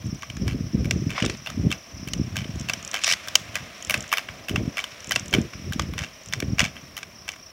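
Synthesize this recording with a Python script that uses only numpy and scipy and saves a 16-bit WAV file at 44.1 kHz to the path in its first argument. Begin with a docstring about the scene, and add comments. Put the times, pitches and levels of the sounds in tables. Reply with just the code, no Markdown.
"""Asphalt road with insects in the verge: a roller skier passes one microphone, in gusty wind.
Pole tips and ski frames knock and bounce: short rattles and decaying modes, coloured by the body and bright tip.
A dragged tip and rolling wheels are lumpy coloured noise; ratchet ticks are brief noise bursts.
Insects are trains of falling chirps over a noise chorus; wind is lumpy low noise with single slowing puffs.
Far-field air and microphone hiss lie underneath."""
import sys
import numpy as np
from scipy import signal
from scipy.fft import rfft, irfft, next_fast_len
from scipy.io import wavfile
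from scipy.ndimage import uniform_filter1d, map_coordinates

SR = 44100
rng = np.random.default_rng(int(sys.argv[2]) if len(sys.argv) > 2 else 0)


def wav_out(sig):
    """Save sig, one row per channel (or a flat mono array), as 16-bit PCM at SR to the path in sys.argv[1]."""
    wavfile.write(sys.argv[1], SR, np.round(np.clip(np.atleast_2d(sig).T, -1, 1) * 32767).astype(np.int16))


N = 331632  # samples

# Event levels are relative: the source functions add their own trims.
# Single knocks: a pole plant every 0.6 s, looser taps between, and single catches of a dragged tip:
# peak_s, level_db, ring_hz, clack_db and fizz_db (both relative to level_db)
KNOCKS = [(.301, -27.5, 3090, -6.5, -25), (.3686, -33, 1700, -3, -19), (.9103, -14.5, 2720, -2.5, -18),
          (1.1688, -30, 1630, -20, -33), (1.1804, -18.5, 1130, -19, -35), (1.2025, -25, 2820, -5, -25),
          (1.225, -17, 2920, -9, -40), (1.251, -25.5, 3440, 4.5, -36), (1.262, -21, 3650, -3, -20),
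          (1.2986, -22.5, 2380, -2.5, -29), (1.5017, -29.5, 1250, -3, -14), (2.1354, -21.5, 2940, 0.5, -16),
          (2.4184, -33, 2460, -21, -22), (2.4446, -30, 3040, -14, -25), (2.736, -19, 3020, -2.5, -14),
          (3.038, -21, 2940, 4, -23), (3.0444, -19, 2550, 8.5, -26), (3.3552, -8, 2760, 4.5, -12.5),
          (3.3981, -35, 3500, -9, -12), (3.9423, -9, 2560, -9.5, -20), (4.0405, -33, 1570, -10, -27),
          (4.2874, -26.5, 2200, -20, -30), (4.5598, -14.5, 2790, -10.5, -23), (4.741, -38, 1560, -14, -27),
          (4.8414, -21.5, 3040, -8, -17), (5.1607, -8.5, 2700, -7.5, -22), (5.3838, -29, 2530, -17, -22),
          (5.535, -31, 1520, -13, -23), (5.7962, -15.5, 1167, -4.5, -22), (5.821, -33, 3000, 2, -11),
          (5.937, -33, 1450, -11, -12), (6.403, -24.5, 2830, -1.5, -8), (6.425, -26.5, 1800, -9, -24),
          (7.031, -26, 2540, -6, -31), (7.3614, -35, 2210, -7, -26)]
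# A ski lands and chatters: peak_s, level_db, ring_hz, clack_db, fizz_db,
# touch_db and bounce_db (first touch and first bounce, relative to level_db), loss_db (per bounce)
LANDINGS = [(.2324, -27.5, 1134, -8.5, -22, -0.5, -23, 9), (0.4798, -22, 1690, -5.5, -16, -14, -9.5, 1),
            (0.856, -30.5, 2300, -4, -11, -2, -25, 9), (1.105, -22, 2580, -10.5, -19, -11, -10, 2.5),
            (1.472, -19, 2770, -17, -19.5, -7, -20.5, 0), (1.7158, -17, 3200, -9.5, -16.5, -10.5, -3.5, 12),
            (2.086, -29, 2660, -3, -11, 0, -18, 9), (2.368, -19.5, 2650, -5, -15, -8, -6, 2.5),
            (2.6976, -13.5, 2630, -7.5, -17.5, -8.5, -16, 12),
            (2.9425, -12.5, 3080, -10.5, -19, -14, -10, 1), (3.285, -24, 2710, -1.5, -10, -6, -25, 9),
            (3.5558, -15.5, 2470, -6, -15, -15, -7.5, 5.5), (3.9075, -13, 2750, -7, -8.5, -2, -13, 2.5),
            (4.128, -12, 1150, -9.5, -9, -10, -4.5, 29), (4.1826, -16.5, 2870, -11, -16, 0.5, -9, 20),
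            (4.4951, -22, 3000, -6, -11.5, -0.3, -10.5, 4), (4.7813, -19, 2010, -11, -17, -3, -0.5, 5.5),
            (5.1202, -13, 3060, -5, -13, -3, -9.5, 10), (5.3388, -8, 3150, -12, -19.5, -10.5, -5.5, 21),
            (5.7338, -27, 3260, 2, -11, 1.5, -13, 5), (5.9902, -23, 1840, -1.5, -19, 3.5, -6.5, 0),
            (6.0459, -28.5, 2730, -9, -26, -1.5, -7, 3), (6.3362, -19.5, 1980, -1, -17, -3, -12, 4),
            (6.5943, -10.5, 2880, -2, -19, -12, -0.5, 6), (6.6417, -18.5, 2340, -6, -21, -29, -2.5, 5.5),
            (6.767, -32, 3160, -25, -20, -4.5, -7, 6), (6.978, -25.5, 1930, -4, -9, -0.5, -8, 8),
            (7.2902, -22.5, 2310, -3.5, -15.5, -3, -15.5, 0.5)]
# A dragged tip catches on stone after stone: first_s, last_s, gap_s, level_db, clack_db, fizz_db
CATCHES = [(3.0675, 3.142, .0114, -17.5, -0.8, -16)]
# Modes of frame and pole: pitch_hz, level_db
MODES = [(1170, -5.5), (1600, -3.5), (1970, -10), (2290, -3.5), (2680, -8), (3060, -7), (3560, -10),
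         (4390, -11.5), (5650, -33)]
# A tip drags, one list per drag: time_s, level_db, treble_share (0-1)
DRAGS = [
    [(1.13, -50, 0.3), (1.17, -28, 0.26), (1.22, -35, 0.46), (1.27, -34, 0.3), (1.31, -38, 0.8),
     (1.36, -42.5, 0.5)],
    [(3.015, -40, 1), (3.035, -33, 0.94), (3.07, -24, 0.86), (3.11, -21.5, 1), (3.14, -29, 0.9),
     (3.16, -64, 0.7)],
]
# Ratchet ticks: start_s, level_db
TICKS = [(0.0665, -35), (0.147, -37), (0.192, -38), (1.372, -37), (2.557, -33), (2.597, -24.5),
         (2.611, -27), (2.645, -42), (2.827, -28), (2.849, -21.5), (2.8764, -22), (2.9138, -20),
         (3.7803, -41), (3.8112, -41), (3.825, -23.5), (3.8485, -22), (3.871, -27), (3.9207, -28),
         (3.976, -22), (4.0062, -22), (4.025, -22.5), (4.0414, -35), (4.0786, -32), (4.092, -29),
         (5.005, -33), (5.0444, -27), (5.0723, -27), (5.0934, -24), (5.1538, -20), (5.196, -21.5),
         (5.258, -28), (5.2814, -25), (5.3104, -31), (5.415, -29), (6.2352, -39), (6.26, -30),
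         (6.2761, -40), (6.2863, -30), (7.318, -29), (7.3587, -45)]
# Rolling wheels: time_s, grit_db, hum_db
ROLL = [(0, -52, -54), (1.25, -49, -56), (2.07, -51, -52.5), (3.14, -41.5, -49), (3.4, -44.5, -48.5),
        (4.17, -45, -49.5), (4.59, -49.5, -49), (4.9, -44.5, -49.5), (5.6, -48.5, -54.5), (6.62, -51, -53),
        (7.52, -54.5, -57)]
# Insects: time_s, level_db, highest_singer_db (in the mix)
TRILL = [(0, -46, -16), (1.3, -45.5, -10), (2.79, -46.5, -8), (2.95, -53, -14), (3.4, -48.5, -9),
         (4.36, -51.5, -8.5), (5.05, -46.5, -10), (7.52, -49.5, -16)]
# Gusts on the microphone: start_s, end_s, start_level_db, end_level_db, edge_db (above the buffet)
GUSTS = [(0, 0.123, -30, -23, -13), (0.263, 0.376, -43, -34, -17), (0.403, 0.656, -21.5, -25.5, -6),
         (0.747, 1.126, -19.5, -28.5, -4), (1.23, 1.276, -28, -23, 6), (1.33, 1.5, -46, -42, -19),
         (1.518, 1.59, -42, -18, -12), (1.638, 1.674, -19.5, -17.5, -3), (1.934, 2.148, -35, -34, -29),
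         (2.137, 2.195, -30.5, -27, -1), (2.243, 2.557, -31.5, -29, -15), (2.576, 2.843, -29.5, -44, -21),
         (3.12, 3.14, -42, -42.5, -22), (3.254, 3.636, -51, -38.5, -18), (3.873, 3.965, -42, -27.5, -4),
         (4.299, 4.373, -41.5, -39.5, -9), (4.505, 4.657, -27, -27.5, 2.5), (5.077, 5.3, -39, -39, 1),
         (5.33, 5.42, -24.5, -27.5, 6), (5.549, 5.708, -37, -29, -5), (5.756, 6.032, -28, -32.5, -4.5),
         (6.288, 6.521, -39, -22.5, -4.5), (6.619, 6.677, -24.5, -31, -14), (6.733, 7.3, -45.5, -54.5, 1.5)]
# The strongest single puffs on the microphone: time_s, level_db, pitch_hz
PUFFS = [(.423, -17.5, 191), (.486, -18.5, 210), (.611, -14, 137), (.749, -7.5, 185), (.856, -12.5, 164),
         (1.024, -14.5, 211), (1.07, -12.5, 186), (1.226, -9.5, 177), (1.266, -12, 258),
         (1.581, -14.5, 216), (1.673, -12, 151), (2.2, -11.5, 206), (2.216, -10, 191), (4.513, -15, 245),
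         (4.582, -13, 182), (4.68, -11, 187), (5.35, -11.5, 262), (5.387, -4.5, 247), (5.409, -12, 190),
         (5.763, -14, 196), (6.429, -13.5, 315), (6.535, -11.5, 175)]

# Spectra, all with the columns pitch_hz, level_db (relative, per hertz)
# Pole and frame
BODY = [(260, -55), (450, -10.5), (647, -1), (884, -8), (1150, -3), (1790, -4.5), (2260, 1), (2650, -4),
        (3550, -6), (3930, -20), (4340, -13), (4750, -30), (5000, -6), (6500, -39), (11000, -120)]
# Hard clack of a contact
CLACK = [(1500, -65), (2650, -3), (4500, -8.5), (4960, -6), (5670, 0.5), (6230, -3.5), (9500, -19),
         (12400, -68), (20900, -120)]
# Bright fizz of the tip
FIZZ = [(5500, -65), (8000, -14), (9300, -3), (10300, -3), (11400, -3), (12600, -1), (13800, -7),
        (15300, -3), (17500, -25), (21000, -65)]
# Treble scrape of the dragged tip
SCRAPE = [(290, -53), (500, -49), (941, -29), (1130, 3), (1350, -23), (1490, -24), (1720, 0), (4640, -3),
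          (5670, 5), (6450, -10), (15500, -30.5)]
# Ratchet pawl
PAWL = [(800, -65), (1500, -36), (3000, 6), (4500, -15), (5600, 9.5), (7400, 5), (9500, -13), (12000, -17),
        (16000, -40)]
# Wheels on grit
GRIT = [(600, -48), (900, -19), (1200, 0), (1400, -3.5), (2000, 0), (2400, 1), (3100, -2.5), (3800, -6.5),
        (4500, -10), (5600, -9.5), (6800, -13), (9000, -22.5), (12000, -25), (15800, -33)]
# Frame humming along with the wheels
HUM = [(120, -36), (200, -8), (422, -14), (650, -5), (886, -19.5), (1000, -13), (1300, -22), (2200, -120)]
# Far insects
CHORUS = [(4600, -22), (5100, -6.5), (5600, -3), (6000, -5.5), (6500, -40)]
# Soft part of a gust
BUFFET = [(12, -56), (20, -32), (36, -26), (56, 5), (118, 4), (206, -6), (330, -15.5), (430, -31),
          (730, -120)]
# Sharp part of a gust
EDGE = [(120, -28), (220, -5), (350, -6), (500, -12), (800, -27.5), (1200, -80)]
# Far field
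AIR = [(24, -24), (40, 9.5), (464, -8.5), (612, -8.5), (873, -9.5), (1110, 0.5), (1350, -14), (2300, -15),
       (4500, -32), (5850, -57), (9900, -120)]
# Microphone hiss
HISS = [(3000, -5), (4500, 5), (6500, -14), (9000, -1.5), (12000, -1), (15800, 1)]

TOUCH_LEAD_S, BOUNCE_GAP_S, BOUNCE_JITTER_S, BOUNCE_SPREAD_DB = .0097, .0099, .00074, 1.5
TOUCH_CLACK_DB, BOUNCE_CLACK_DB = -9, -8
BOUNCE_FIZZ_DB = -3.5  # over the fizz of the landing
CATCH_SPREAD_DB = 2
THUD_DB_PER_OCTAVE = -4  # contacts that ring low drive the body harder
GUST_RISE_DB_PER_S, GUST_FALL_DB_PER_S = 1000, 279
CALM_DB, CALM_EDGE_DB = -54, 0
# Small puffs, their level over the buffet curve and their median pitch
EDDY_GAP_S, EDDY_DB, EDDY_SPREAD_DB, EDDY_HZ = .021, 5.5, 3.5, 175.5
TOP_HZ = 15850  # upper band limit


def knocks():
    """Each contact is a short rattle that drives the body, its modes and the bright tip."""
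    t = np.arange(SR // 8) / SR
    drive, onset_s = np.zeros((4, N + SR)), .0015  # rows: body, clack, fizz, ring
    rise = t / np.array([[.0015], [.0013], [.0011], [.0017]])  # seconds to the peak
    blow = rise * np.exp(1 - rise)  # sudden start; clack and fizz die before body and ring
    mode_hz, mode_db = np.transpose(MODES)[:, :, None]
    for peak_s, level_db, ring_hz, clack_db, fizz_db in contacts():
        # dull contacts shake on more strongly
        shiver = amp(-21.0 - 0.63 * clack_db - 60 * t / 0.24) * (t > onset_s)
        rattle = rng.standard_normal((4, len(t)))
        strength, phase = rng.standard_normal((2, len(MODES), 1))
        grit_steps = np.repeat(rng.standard_normal(len(t) // 20 + 1), 20)[:len(t)]
        rattle[:3] *= amp(2.0 * grit_steps)  # grit breaks in bits
        near = amp(-7 * abs(np.log2(mode_hz / ring_hz)))  # modes close to the main ring are driven hardest
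        mode_gain = near * amp(mode_db + 3.56 * strength)
        other_modes = mode_gain * np.sin(2 * np.pi * (mode_hz * t + phase))
        main_ring = np.sin(2 * np.pi * ring_hz * t + np.cumsum(0.032 * rattle[3]))
        rattle[3] = main_ring + other_modes.sum(axis=0)
        body_db = -9.5 + THUD_DB_PER_OCTAVE * np.log2(ring_hz / 2000)
        gains = amp(level_db + np.array([[body_db], [clack_db - 2.5], [fizz_db - 4.0], [-5]]))
        shape = blow + shiver * np.array([[1.5], [.6], [.6], [0]])
        first = round((peak_s - onset_s) * SR)
        drive[:, first:][:, :len(t)] += gains * shape * rattle
    return colour(drive[0], BODY) + colour(drive[1], CLACK) + colour(drive[2], FIZZ) + drive[3, :N]


def contacts():
    """Rows like the knocks for every touch, landing, bounce and catch."""
    rows = list(KNOCKS)
    for peak_s, level_db, ring_hz, clack_db, fizz_db, touch_db, bounce_db, loss_db in LANDINGS:
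        rows.append((peak_s - TOUCH_LEAD_S, level_db + touch_db, any_ring(order=1), TOUCH_CLACK_DB, fizz_db))
        rows.append((peak_s, level_db, ring_hz, clack_db, fizz_db))
        for k in range(5):
            late, uneven = rng.standard_normal(2)
            # timing grows looser from bounce to bounce
            bounce_s = peak_s + (k + 1) * BOUNCE_GAP_S + np.sqrt(k) * BOUNCE_JITTER_S * late
            db = level_db + bounce_db - k * loss_db + BOUNCE_SPREAD_DB * uneven
            rows.append((bounce_s, db, any_ring(order=2), BOUNCE_CLACK_DB, fizz_db + BOUNCE_FIZZ_DB))
    for first_s, last_s, gap_s, level_db, clack_db, fizz_db in CATCHES:
        for s in np.arange(first_s, last_s, gap_s):
            late, uneven = rng.standard_normal(2)
            db = level_db + CATCH_SPREAD_DB * uneven
            rows.append((s + BOUNCE_JITTER_S * late, db, any_ring(order=2), clack_db, fizz_db))
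    return rows


def any_ring(order):
    """Pitch in Hz of a chance mode, from index order up to index 5."""
    return MODES[rng.integers(order, 6)][0]


def drag():
    """A tip stutters over the stones, dull in the shaft and bright at the point."""
    out, t = np.zeros(N), np.arange(N) / SR
    for rows in DRAGS:
        level_db, treble = curves(rows)
        treble = treble.clip(0, 1)
        sounding = (t > rows[0][0]) & (t < rows[-1][0])
        point = treble * noise(SCRAPE, 3.2, 300)
        shaft = (1 - treble) * noise(BODY, 7.4, 200)
        out += sounding * amp(level_db) * (point + shaft)
    return out


def ratchet():
    """The pawl drops on a tooth and buzzes for a few milliseconds."""
    drive, t = np.zeros(N + SR), np.arange(SR // 40) / SR
    for start_s, level_db in TICKS:
        decay = amp(level_db - 3.5 - 60 * t / 0.013)  # 60 dB in 13 ms
        drive[round(start_s * SR):][:len(t)] += decay * rng.standard_normal(len(t))
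    return colour(drive, PAWL)


def wheels():
    """Rubber rolls over coarse grit; the frame hums along."""
    grit_db, hum_db = curves(ROLL)
    return amp(grit_db) * noise(GRIT, 1.35, 150) + amp(hum_db) * noise(HUM, 1.3, 25)


def insects():
    """Three near singers in the verge over a far chorus of noise."""
    level_db, high_db = curves(TRILL)
    near = amp(high_db) * singer(31, 6350, 1300)
    near = near + amp(-8) * singer(34, 5850, 900) + amp(-13.5) * singer(38, 5500, 700)
    return amp(level_db) * (near + amp(-5.5) * noise(CHORUS, 3.5, 45))


def singer(rate_hz, top_hz, fall_hz):
    """One insect: a nearly steady train of chirps, each falling ever faster in pitch."""
    stroke = np.cumsum(rate_hz * (1 + 0.07 * wobble(6.9))) / SR % 1  # position within the chirp, 0-1
    pitch_hz = top_hz - fall_hz * stroke ** 1.7 + 60 * wobble(30)
    swell = abs(np.sin(np.pi * stroke)) ** 4.3
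    drift = amp(2.5 * wobble(2.64) + 3.4 * wobble(18))
    return unit(swell * drift * np.sin(2 * np.pi * np.cumsum(pitch_hz) / SR))


def wind():
    """Eddies push on the microphone in lumps; one drive feeds the soft and the sharp part."""
    buffet_db, edge_db = gusts()
    lumps = amp(5.1 * wobble(55))
    # level the lumps over 1/9 s: the gust curve sets the mean push
    lumps = lumps / np.sqrt(np.abs(uniform_filter1d(lumps ** 2, SR // 9)))
    push = lumps * rng.standard_normal(N)
    soft, sharp = unit(colour(push, BUFFET)), unit(colour(push, EDGE))
    return amp(buffet_db - 5.0) * (soft + amp(edge_db - 6.0) * sharp)


def gusts():
    """Buffet dB and edge dB per sample: gusts rise, drift and fall, adding in power over a calm."""
    t = np.arange(0, N / SR, 1 / 1000)  # a knot each millisecond
    soft, sharp = amp(2 * CALM_DB), amp(2 * (CALM_DB + CALM_EDGE_DB))  # doubled dB gives power
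    for start_s, end_s, start_db, end_db, edge_db in GUSTS:
        db = np.interp(t, [start_s, end_s], [start_db, end_db])
        db = db - GUST_RISE_DB_PER_S * (start_s - t).clip(0) - GUST_FALL_DB_PER_S * (t - end_s).clip(0)
        soft, sharp = soft + amp(2 * db), sharp + amp(2 * (db + edge_db))
    return curves(np.transpose([t, 10 * np.log10(soft), 10 * np.log10(sharp / soft)]))


def puffs():
    """One eddy passing the port: a single swing, mostly suction, that slows down."""
    lead = SR // 50  # samples ahead of the peak
    out, t = np.zeros(N + SR), (np.arange(SR // 20) - lead) / SR
    for time_s, level_db, pitch_hz in eddies(gusts()[0]):
        cycles = pitch_hz * t
        swell = np.exp(-(cycles / np.where(t < 0, .55, .8)) ** 2)  # rises faster than it fades
        slowing = cycles - 0.34 * cycles ** 2 + .13 * rng.standard_normal()
        swing = swell * -np.cos(2 * np.pi * slowing)
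        out[round(time_s * SR) - lead:][:len(t)] += amp(level_db - 3.0) * swing
    return out[:N]


def eddies(buffet_db):
    """The strong puffs and a chance stream of small ones that follows the gusts."""
    when_s = np.arange(.04, N / SR - .1, EDDY_GAP_S)
    late, uneven, pitch = rng.standard_normal((len(when_s), 3)).T
    when_s = when_s + 0.307 * EDDY_GAP_S * late.clip(-1, 1)
    level_db = buffet_db[(when_s * SR).astype(int)] + EDDY_DB + EDDY_SPREAD_DB * uneven
    return PUFFS + list(zip(when_s, level_db, EDDY_HZ * np.exp(.18 * pitch)))


def background():
    """Far-field air and microphone hiss: two gently wavering coloured noises."""
    return amp(-57) * noise(AIR, 0.49, 9.6) + amp(-63.5) * noise(HISS, 0.44, 12)


def amp(db):
    """Decibels to gain."""
    return 10 ** (np.asarray(db) / 20)


def unit(x):
    """x at rms 1."""
    return x / np.sqrt(np.mean(x ** 2) + 1e-20)


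def curves(rows):
    """One value per sample for each column after the time."""
    s, *columns = np.transpose(rows)
    return [np.interp(np.arange(N) / SR, s, column) for column in columns]


def wobble(rate):
    """A smooth random curve, rate knots a second."""
    knots = rng.standard_normal(int(N * rate / SR) + 4)
    return map_coordinates(knots, [np.arange(N) * rate / SR])


def colour(x, spectrum):
    """x through a causal minimum-phase filter of power gain 1 with the spectrum's shape."""
    pitch_hz, level_db = np.transpose(spectrum)
    hz = np.fft.rfftfreq(4096, 1 / SR)
    shape_db = np.interp(np.log(hz + 1), np.log(pitch_hz + 1), level_db, left=-70, right=-70).clip(-70)
    cepstrum = irfft(np.log(amp(shape_db)))
    cepstrum[1:2048] *= 2  # fold the cepstrum onto positive time for minimum phase
    cepstrum[2049:] = 0
    pulse = irfft(np.exp(rfft(cepstrum)))
    return signal.fftconvolve(x, pulse / np.linalg.norm(pulse))[:N]


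def noise(spectrum, lump_db, rate):
    """Coloured noise of rms 1 whose drive comes in lumps, rate knots a second."""
    return unit(colour(amp(lump_db * wobble(rate)) * rng.standard_normal(N), spectrum))


def scene():
    """Skier, verge, wind and background at one microphone."""
    skier = knocks() + drag() + ratchet() + wheels()
    return (skier + insects() + wind() + puffs() + background())[None]


def record(dry):
    """The microphone drops the deepest bass, clips at full scale and passes nothing above the band limit."""
    size = next_fast_len(N)
    hz = np.fft.rfftfreq(size, 1 / SR)
    bass_cut = hz ** 4 / (hz ** 4 + 40 ** 4)  # half amplitude at 40 Hz
    wet = irfft(rfft(dry, size) * bass_cut, size)
    return irfft(rfft(np.clip(wet, -1, 1)) * (hz < TOP_HZ), size)[:, :N]


dry = scene()
out = record(dry)
wav_out(out)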